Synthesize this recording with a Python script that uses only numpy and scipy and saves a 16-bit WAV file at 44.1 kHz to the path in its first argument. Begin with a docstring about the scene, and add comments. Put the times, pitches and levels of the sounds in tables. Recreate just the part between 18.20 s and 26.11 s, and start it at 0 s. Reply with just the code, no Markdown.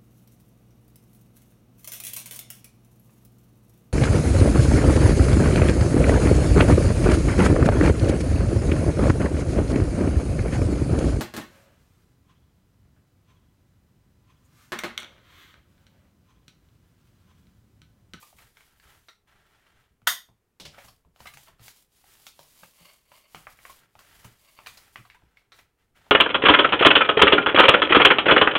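"""A bone folder creases cardstock on a craft table in a small room.
It rubs along the fold as paper fibres catch and let go. Its tip clicks over the card's far edge,
and once it slips off the near end and snaps down hard. Fingers hiss over the sheet as they turn it,
the flaps tick and buckle, and hands bump the table, all over a faint room tone."""
import sys
import numpy as np
from scipy import signal
from scipy.fft import rfft, irfft, next_fast_len
from scipy.io import wavfile
from scipy.ndimage import uniform_filter1d, map_coordinates

SR = 44100
rng = np.random.default_rng(int(sys.argv[2]) if len(sys.argv) > 2 else 0)


def wrap_up_sound(samples):
    """Save the sound to the file named by the first command line argument, as 16-bit audio."""
    columns = np.atleast_2d(samples).T
    # keep every value between -1 and 1, then stretch to whole-number steps
    tamed = np.clip(columns, -1, 1)
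    steps = np.round(tamed * 32767).astype(np.int16)
    wavfile.write(sys.argv[1], SR, steps)


N = 348827


def amp(db):
    """Decibels to gain."""
    return 10 ** (np.asarray(db) / 20)


def unit(x):
    """Scale to rms 1."""
    return x / np.sqrt(np.mean(x ** 2) + 1e-20)


def along(points, hz):
    """Read (freq_hz, value) points on a log frequency axis."""
    freqs, values = np.transpose(points)
    return np.interp(np.log(hz + 1), np.log(freqs + 1), values)


def wobble(rate):
    """A smooth random curve, rate knots a second."""
    knots = rng.standard_normal(int(N * rate / SR) + 4)
    return map_coordinates(knots, [np.arange(N) * rate / SR])


def filtered(x, response):
    """Filter x by the gain response(hz)."""
    size = next_fast_len(len(x) + 8192)
    return irfft(rfft(x, size) * response(np.fft.rfftfreq(size, 1 / SR)), size)[:len(x)]


def coloured(x, eq):
    """x through a (freq_hz, gain_db) EQ, at rms 1."""
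    return unit(filtered(x, lambda hz: amp(along(eq, hz))))


def impulse(gain, size=4096):
    """The minimum-phase click whose spectrum is gain(hz)."""
    spectrum = np.maximum(gain(np.fft.rfftfreq(size, 1 / SR)), 1e-7)
    cepstrum = irfft(np.log(spectrum))
    cepstrum[1:size // 2] *= 2
    cepstrum[size // 2 + 1:] = 0
    return irfft(np.exp(rfft(cepstrum)))


def resonances(modes, hz):
    """Gain of a bank of steep-sided resonances."""
    return np.sqrt(sum(amp(db) ** 2 * np.abs(hz * width / (pitch ** 2 - hz ** 2 + 1j * hz * width)) ** 3
                       for pitch, width, db in modes))


def add(track, start_s, sound):
    """Mix a sound into the track."""
    part = track[max(round(start_s * SR), 0):][:len(sound)]
    part += sound[:len(part)]


def sweeps(rows, ends_db):
    """Envelope of sliding gestures: each swells and fades with hand speed, ends_db down at its ends."""
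    t = np.arange(N) / SR
    return np.sqrt(sum(amp(db - np.minimum(ends_db * (2 * (t - peak_s) / length_s) ** 2, 100)) ** 2
                       for peak_s, length_s, db in rows))


# Room tone EQ: freq_hz, gain_db
ROOM_TONE_EQ = [(20, -9), (50, -5), (80, -11), (130, -10.5), (200, -13.5), (320, -16.5), (420, -11.5),
                (560, -20), (1200, -23), (2400, -27.5), (4000, -33.5), (16000, -34.5)]
def room_tone(level_db=-75):
    """A faint, steady bed of dark noise."""
    return amp(level_db) * coloured(rng.standard_normal(N), ROOM_TONE_EQ)


# Reverb time of the small room: freq_hz, t60_s
ROOM_DECAY = [(150, 0.36), (700, 0.24), (1600, .23), (3500, .26), (8000, .24), (15000, .23)]
def in_room(sound, near_db, near_t60, room_db, bright_db, direct_hz):
    """Low-passed direct sound, near scatter off the table top, and a brightened tail from the walls."""
    t = np.arange(SR // 2) / SR
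    near = rng.standard_normal(len(t)) * amp(-60 * t / near_t60) * (1 - np.exp(-t / 0.00065))
    hz, when, bands = signal.stft(rng.standard_normal(len(t)), SR, nperseg=256)
    bands *= amp(-60 * when / along(ROOM_DECAY, hz)[:, None])
    tail = signal.istft(bands, SR, nperseg=256)[1][:len(t)]
    tail *= 1 - np.exp(-(t / 0.004) ** 2)
    tail = filtered(tail / np.linalg.norm(tail), lambda f: amp(along([(1500, 0), (7000, bright_db)], f)))
    paths = amp(near_db) * near / np.linalg.norm(near) + amp(room_db) * tail
    add(paths, 0, impulse(lambda f: 1 / np.hypot(1, (f / direct_hz) ** 2)))
    return signal.fftconvolve(sound, paths)


def friction(eq, slips_per_s, slip_share):
    """Paper fibres catch and let go: a dense rush with scattered larger slips, which the room answers."""
    slips = (rng.random(N) < slips_per_s / SR) * rng.standard_normal(N)
    slips = in_room(slips, near_db=1.5, near_t60=0.021, room_db=-1, bright_db=3.5, direct_hz=4500)[:N]
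    rush = rng.standard_normal(N)
    return coloured(np.sqrt(1 - slip_share) * rush + np.sqrt(slip_share) * unit(slips), eq)


# Soft hand thumps: start_s, relative_level_db, pitch_hz
HAND_BUMPS = [(0.141, -53, 64), (0.653, -55, 63), (1.143, -60, 106), (1.708, -59.5, 61.8),
              (1.82, -55.5, 105), (2.09, -54, 113), (2.407, -47, 182.6), (2.464, -46, 144),
              (2.649, -48.5, 109), (2.856, -52.5, 62.3), (3.002, -48, 60), (3.141, -50, 136.5),
              (3.399, -47.5, 114), (4.195, -58, 147), (4.425, -55, 181), (4.604, -53.5, 174),
              (5.148, -45, 157.4), (5.757, -53, 102), (6.05, -42.5, 116), (6.786, -45.5, 115.5),
              (7.029, -53, 65)]
def hands_on_table(press, rest_db=-79, press_db=-7.5, settle_s=0.16):
    """Hands keep the table top rumbling in lumps, more as they press; each bump booms briefly."""
    t = np.arange(SR // 3) / SR
    rumble_eq = [(20, -1), (55, 3.5), (130, -1), (220, -9.5), (500, -20.5), (2000, -71.5)]
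    thud_eq = [(25, -5), (150, 1.5), (350, -12.5), (1200, -43)]
    rumble = coloured(rng.standard_normal(N), rumble_eq)
    weight = amp(rest_db) + amp(press_db) * uniform_filter1d(press, int(settle_s * SR))
    out = weight * amp(2.5 * wobble(11)) * rumble
    envelope = amp(-60 * t / 0.24) * (1 - np.exp(-t / 0.0024))
    for start_s, db, hz in HAND_BUMPS:
        boom = np.sin(2 * np.pi * hz * t) + 0.58 * coloured(rng.standard_normal(len(t)), thud_eq)
        add(out, start_s, amp(db - 2.5) * boom * envelope)
    return out


# Fingers turning and folding the sheet: peak_s, length_s, level_db
FINGER_SWIPES = [(0.02, 0.25, -57.5), (0.22, 0.22, -64), (0.42, 0.25, -66.5), (0.73, 0.4, -67),
                 (2.65, 0.24, -61.5), (3.07, 0.17, -57.5), (3.23, 0.17, -59.5), (3.465, 0.11, -53),
                 (3.58, 0.16, -63), (3.79, 0.19, -66), (3.93, 0.2, -58.5), (4.04, 0.16, -59),
                 (4.22, 0.18, -60.5), (4.325, 0.17, -61), (4.44, .19, -59), (4.65, 0.38, -60.5),
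                 (4.97, 0.17, -61), (5.17, 0.19, -59), (5.31, 0.12, -61), (5.5, 0.22, -56),
                 (5.82, 0.16, -69), (5.98, 0.41, -62), (6.29, 0.37, -65), (6.56, 0.43, -61.5),
                 (6.79, 0.32, -66.5), (7.39, 0.11, -66)]
def swipe_envelope():
    """The swell and fade of fingers sweeping over the card."""
    return sweeps(FINGER_SWIPES, ends_db=12.5)


# Bright EQ of sliding on paper: freq_hz, gain_db
HISS_EQ = [(300, -3.5), (1000, -4), (1600, -6.5), (2500, 0), (4500, 0), (7000, -1.5), (10000, -0.5),
           (14000, -1), (16000, -4)]
def finger_hiss(press, swipe, pressure):
    """Fingers hiss over the sheet; a press brings a little hiss too."""
    envelope = np.hypot(swipe, amp(-12) * press) * amp(1.5 + 0.5 * pressure)
    return envelope * friction(HISS_EQ, slips_per_s=220, slip_share=0.47)


# Hollow between hand, card and mat: pitch_hz, width_hz, gain_db
HOLLOW_MODES = [(620, 83, 8), (1120, 390, 2), (2160, 220, 4.5), (2920, 550, -2), (4480, 350, -5)]
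# Pushes of the folded card: peak_s, length_s, level_db
CARD_PUSHES = [(4.67, 0.29, -60), (4.99, 0.29, -62), (6.28, 0.19, -64), (6.39, .1, -62)]
def cupped_slide(pressure):
    """The card slides under a cupped hand, whose hollow colours the friction."""
    hiss = friction(HISS_EQ, slips_per_s=250, slip_share=0.75)
    slide = unit(filtered(hiss, lambda hz: resonances(HOLLOW_MODES, hz)))
    return sweeps(CARD_PUSHES, ends_db=17.5) * amp(pressure) * slide


# The card's broad response to a contact: freq_hz, gain_db
CARD_EQ = [(120, -10.5), (400, -11), (650, -1.5), (1500, -3), (3000, -3.5), (4200, -6), (6000, -10.5),
           (9000, -15.5), (15000, -16.5)]
# Bending modes of the folded sheet: pitch_hz, width_hz, gain_db
BENDING_MODES = [(663, 140, 2), (1065, 240, 6.5), (2230, 400, -0.5)]
def card_contact(body_db, crisp_db, grip_db):
    """One damped tap: body sets the lows, crispness the highs; each grip shifts the EQ and modes."""
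    touch_eq = [(850, body_db), (1750, 0), (2300, 0), (4200, crisp_db)]
    grip_hz = np.geomspace(400, 6000, 28)
    grip_eq = np.column_stack([grip_hz, rng.normal(0, grip_db, len(grip_hz))])
    tuning = np.exp(rng.normal(0, 0.15))
    return impulse(lambda hz: amp(along(CARD_EQ, hz) + along(touch_eq, hz) + along(grip_eq, hz))
                   * np.hypot(1, resonances(BENDING_MODES, hz / tuning)))


def card_crackle(swipe, snaps_per_s=28, spread_db=2.5):
    """The sheet flexes under the moving fingers and gives off scattered tiny snaps."""
    snaps = (rng.random(N) < snaps_per_s / SR) * amp(spread_db * np.clip(rng.standard_normal(N), -2, 2))
    snaps = in_room(snaps, near_db=-0.5, near_t60=0.013, room_db=-5, bright_db=4, direct_hz=9000)[:N]
    return amp(-13) * swipe * coloured(snaps, CARD_EQ)


# Card flicks and fingertip taps: start_s, relative_level_db, body_db, crisp_db
CARD_TICKS = [(0.127, -57.5, 16.5, -3), (0.369, -37.5, -13, -8), (0.406, -40, -14, -7.5),
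              (0.598, -42, -14, -6), (1.817, -55, 2, -9), (2.087, -58, 15.5, -10), (2.586, -35, -3, -9),
              (2.848, -62.5, 17.5, -6), (2.96, -48.5, 6, 0), (3.003, -41, 8, 0.5), (3.171, -33.5, -3.5, -3),
              (3.394, -56.5, 15.5, 11), (3.48, -31.5, -9.5, -1), (3.84, -49.5, 2.5, -6),
              (4.066, -34, -4.5, 5.5), (4.191, -43, 12.5, 8), (4.61, -59, 16, -5), (4.917, -39, 2.5, -8),
              (5.146, -26, 0, -9), (5.268, -26, -3, -27), (5.388, -37.5, -4, -22), (5.451, -28, -1.5, -19),
              (5.752, -45, 8.5, -4), (5.79, -39, 0, -1), (6.388, -35.5, 6, -12), (6.469, -25, -8, -3),
              (6.757, -25, -3.5, -14.5), (6.899, -32.5, -16, -11.5), (7.02, -61.5, 15, -13),
              (7.17, -39.5, -20, -9.5), (7.865, -59, 20, -6)]
def card_ticks(tick_delay_s=0.001498):
    """Single dry contacts: a wide flap gives more body, a nail or an edge more crispness."""
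    out = np.zeros(N)
    for start_s, db, body_db, crisp_db in CARD_TICKS:
        tick = card_contact(body_db, crisp_db, grip_db=3)
        tick = in_room(tick, near_db=-2, near_t60=0.014, room_db=-3, bright_db=6, direct_hz=6000)
        add(out, start_s + tick_delay_s, amp(db + 19.5) * tick)
    return out


# Short skids: start_s, relative_level_db, body_db, crisp_db
CARD_SCUFFS = [(0.026, -37.5, 3, -11), (0.185, -39.5, -6, -11), (2.581, -29.5, 0, -10),
               (2.644, -41.5, 3, -1), (2.682, -43, 4.5, 9.5), (3.056, -28.5, -1, -7), (3.069, -28, -10, 0),
               (3.137, -35.5, -11, 1), (3.281, -39, 2.5, -5), (4.432, -35, 2.5, -4), (5.15, -31, 0.5, -10),
               (5.496, -34.5, 6, -10), (6.045, -31, -3, -6.5), (6.461, -27.5, -7.5, -2),
               (6.572, -34, -7, 0), (6.851, -36.5, -7.5, -14), (6.946, -39, -4, -11),
               (7.388, -34.5, -6.5, -10)]
def card_scuffs():
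    """An edge or a nail skids: strong scatter smears one contact into a quick run of tiny ones."""
    out = np.zeros(N)
    for start_s, db, body_db, crisp_db in CARD_SCUFFS:
        scuff = card_contact(body_db, crisp_db, grip_db=4.5)
        scuff = in_room(scuff, near_db=11, near_t60=0.062, room_db=5.5, bright_db=4, direct_hz=2500)
        add(out, start_s, amp(db + 8.5) * scuff)
    return out


# Edge slaps with a three-band EQ: start_s, relative_level_db, body_db, mid_db, edge_db
EDGE_SLAPS = [(2.399, -32.5, -12.5, -19.5, -10), (2.452, -33, -13, -15, -10)]
def edge_slaps():
    """The card's edge is plucked off the mat and slaps back."""
    out = np.zeros(N)
    for start_s, db, body_db, mid_db, edge_db in EDGE_SLAPS:
        eq = [(200, body_db - 0.5), (650, body_db + 1), (1150, body_db - 8.5), (2000, mid_db - 0.5),
              (3300, edge_db - 3), (5200, edge_db - 5.5), (7000, edge_db - 14.5), (14000, edge_db - 25)]
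        slap = impulse(lambda hz: amp(along(eq, hz)))
        slap = in_room(slap, near_db=11, near_t60=0.053, room_db=10.5, bright_db=4, direct_hz=5000)
        add(out, start_s, amp(db + 25.5) * slap)
    return out


# Folder or thumb pressed along the card: start_s, length_s, level_db
PRESSES = [(0.173, 0.052, -58.5), (0.352, 0.19, -69), (0.617, 0.13, -60.5), (1.062, 0.57, -66),
           (2.515, 0.11, -58), (2.98, 0.11, -62), (3.254, 0.051, -64.5), (3.39, 0.044, -66.5),
           (3.836, 0.15, -69), (5.138, 0.5, -64.5), (5.775, 0.33, -61), (6.422, 0.25, -61.5),
           (6.81, 0.33, -73), (7.155, 0.05, -72), (7.314, 0.067, -63), (7.572, 0.055, -73.5),
           (7.744, 0.14, -62.5)]
def press_envelope(attack_s=0.023, sag_db_per_s=3, release_db_per_s=150.5):
    """Each press bites quickly, eases while it is held, and dies as the hand lifts."""
    t = np.arange(N) / SR
    out = np.zeros(N)
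    for start_s, length_s, db in PRESSES:
        age = t - start_s
        sag_db = sag_db_per_s * np.clip(age, 0, length_s)
        release_db = release_db_per_s * np.clip(age - length_s, 0, 1)
        out += np.clip(age / attack_s, 0, 1) * amp(db - sag_db - release_db)
    return out


# Dull EQ of rubbing on card: freq_hz, gain_db
RUB_EQ = [(200, -12), (450, -8.5), (750, -2), (1050, -4.5), (1400, -3), (1800, 0), (2400, -6), (3300, -7.5),
          (4500, -15.5), (6500, -18.5), (16000, -33)]
def folder_rub(press, swipe, pressure):
    """The folder rubs along the crease with uneven pressure; a finger swipe rubs faintly too."""
    envelope = np.hypot(press, amp(-15.5) * swipe) * amp(pressure)
    return envelope * friction(RUB_EQ, slips_per_s=400, slip_share=0.5)


# Ring of the folder's tip: pitch_hz, width_hz, gain_db
TIP_MODES = [(600, 1500, -7), (1110, 140, -1), (1355, 120, 9), (1940, 480, 2), (2800, 1100, -9.5),
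             (3860, 520, 2), (4350, 150, -3.5), (5700, 430, -6), (8100, 600, -19), (11000, 9900, -31.5)]
# Light tip clicks: start_s, relative_level_db
TIP_DROPS = [(0.8854, -39.5), (7.3201, -41)]
def folder_clicks():
    """The hard tip drops over the card's far edge and rings briefly."""
    out = np.zeros(N)
    ring = impulse(lambda hz: resonances(TIP_MODES, hz))
    for start_s, db in TIP_DROPS:
        click = in_room(ring, near_db=2.5, near_t60=0.063, room_db=0.5, bright_db=5.5, direct_hz=5000)
        add(out, start_s, amp(db + 21.5) * click)
    return out


# Ring of folder and work surface: pitch_hz, width_hz, gain_db
SNAP_MODES = [(170.5, 200, -25.5), (702.6, 170, -8.5), (1044, 180, 1), (1280, 82, -0.5), (1467, 150, 4),
              (1760, 220, 1), (1950, 160, 4.5), (3200, 640, -2.5), (3430, 180, -1.5), (3640, 170, 2.5),
              (4480, 230, -6.5), (5000, 350, -6), (5735, 190, -5), (6520, 220, -4), (6700, 150, -6),
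              (8770, 1130, -11.5), (10440, 400, -12), (10700, 17000, -16), (11980, 650, -6),
              (14400, 1500, -12)]
# Rapid hits within the one loud snap: start_s, relative_level_db
SNAP_HITS = [(1.8684, -37.5), (1.8715, -5.5), (1.8737, -2.5), (1.8781, -5.5)]
def folder_snap():
    """The folder slips off the near end, snaps down and chatters on the work surface."""
    out = np.zeros(N)
    ring = impulse(lambda hz: resonances(SNAP_MODES, hz))
    for start_s, db in SNAP_HITS:
        hit = in_room(ring, near_db=-2, near_t60=0.013, room_db=-3.5, bright_db=5, direct_hz=3486)
        add(out, start_s, amp(db + 18) * hit)
    return out


def scene():
    """Mono mix of friction, card and knocks over the room tone."""
    bed = room_tone()
    press, swipe = press_envelope(), swipe_envelope()
    pressure = wobble(66)  # uneven hand pressure, shared by the three friction layers
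    strokes = folder_rub(press, swipe, pressure) + finger_hiss(press, swipe, pressure)
    strokes += cupped_slide(pressure)
    card = card_crackle(swipe) + card_ticks() + card_scuffs() + edge_slaps()
    knocks = folder_snap() + folder_clicks() + hands_on_table(press)
    return (bed + strokes + card + knocks)[None]


def record(dry):
    """The microphone's band limit: a steep high cut."""
    top_hz = 15850
    return np.array([filtered(ch, lambda hz: 1 / np.sqrt(1 + (hz / top_hz) ** 200)) for ch in dry])


dry = scene()
out = record(dry)
wrap_up_sound(out)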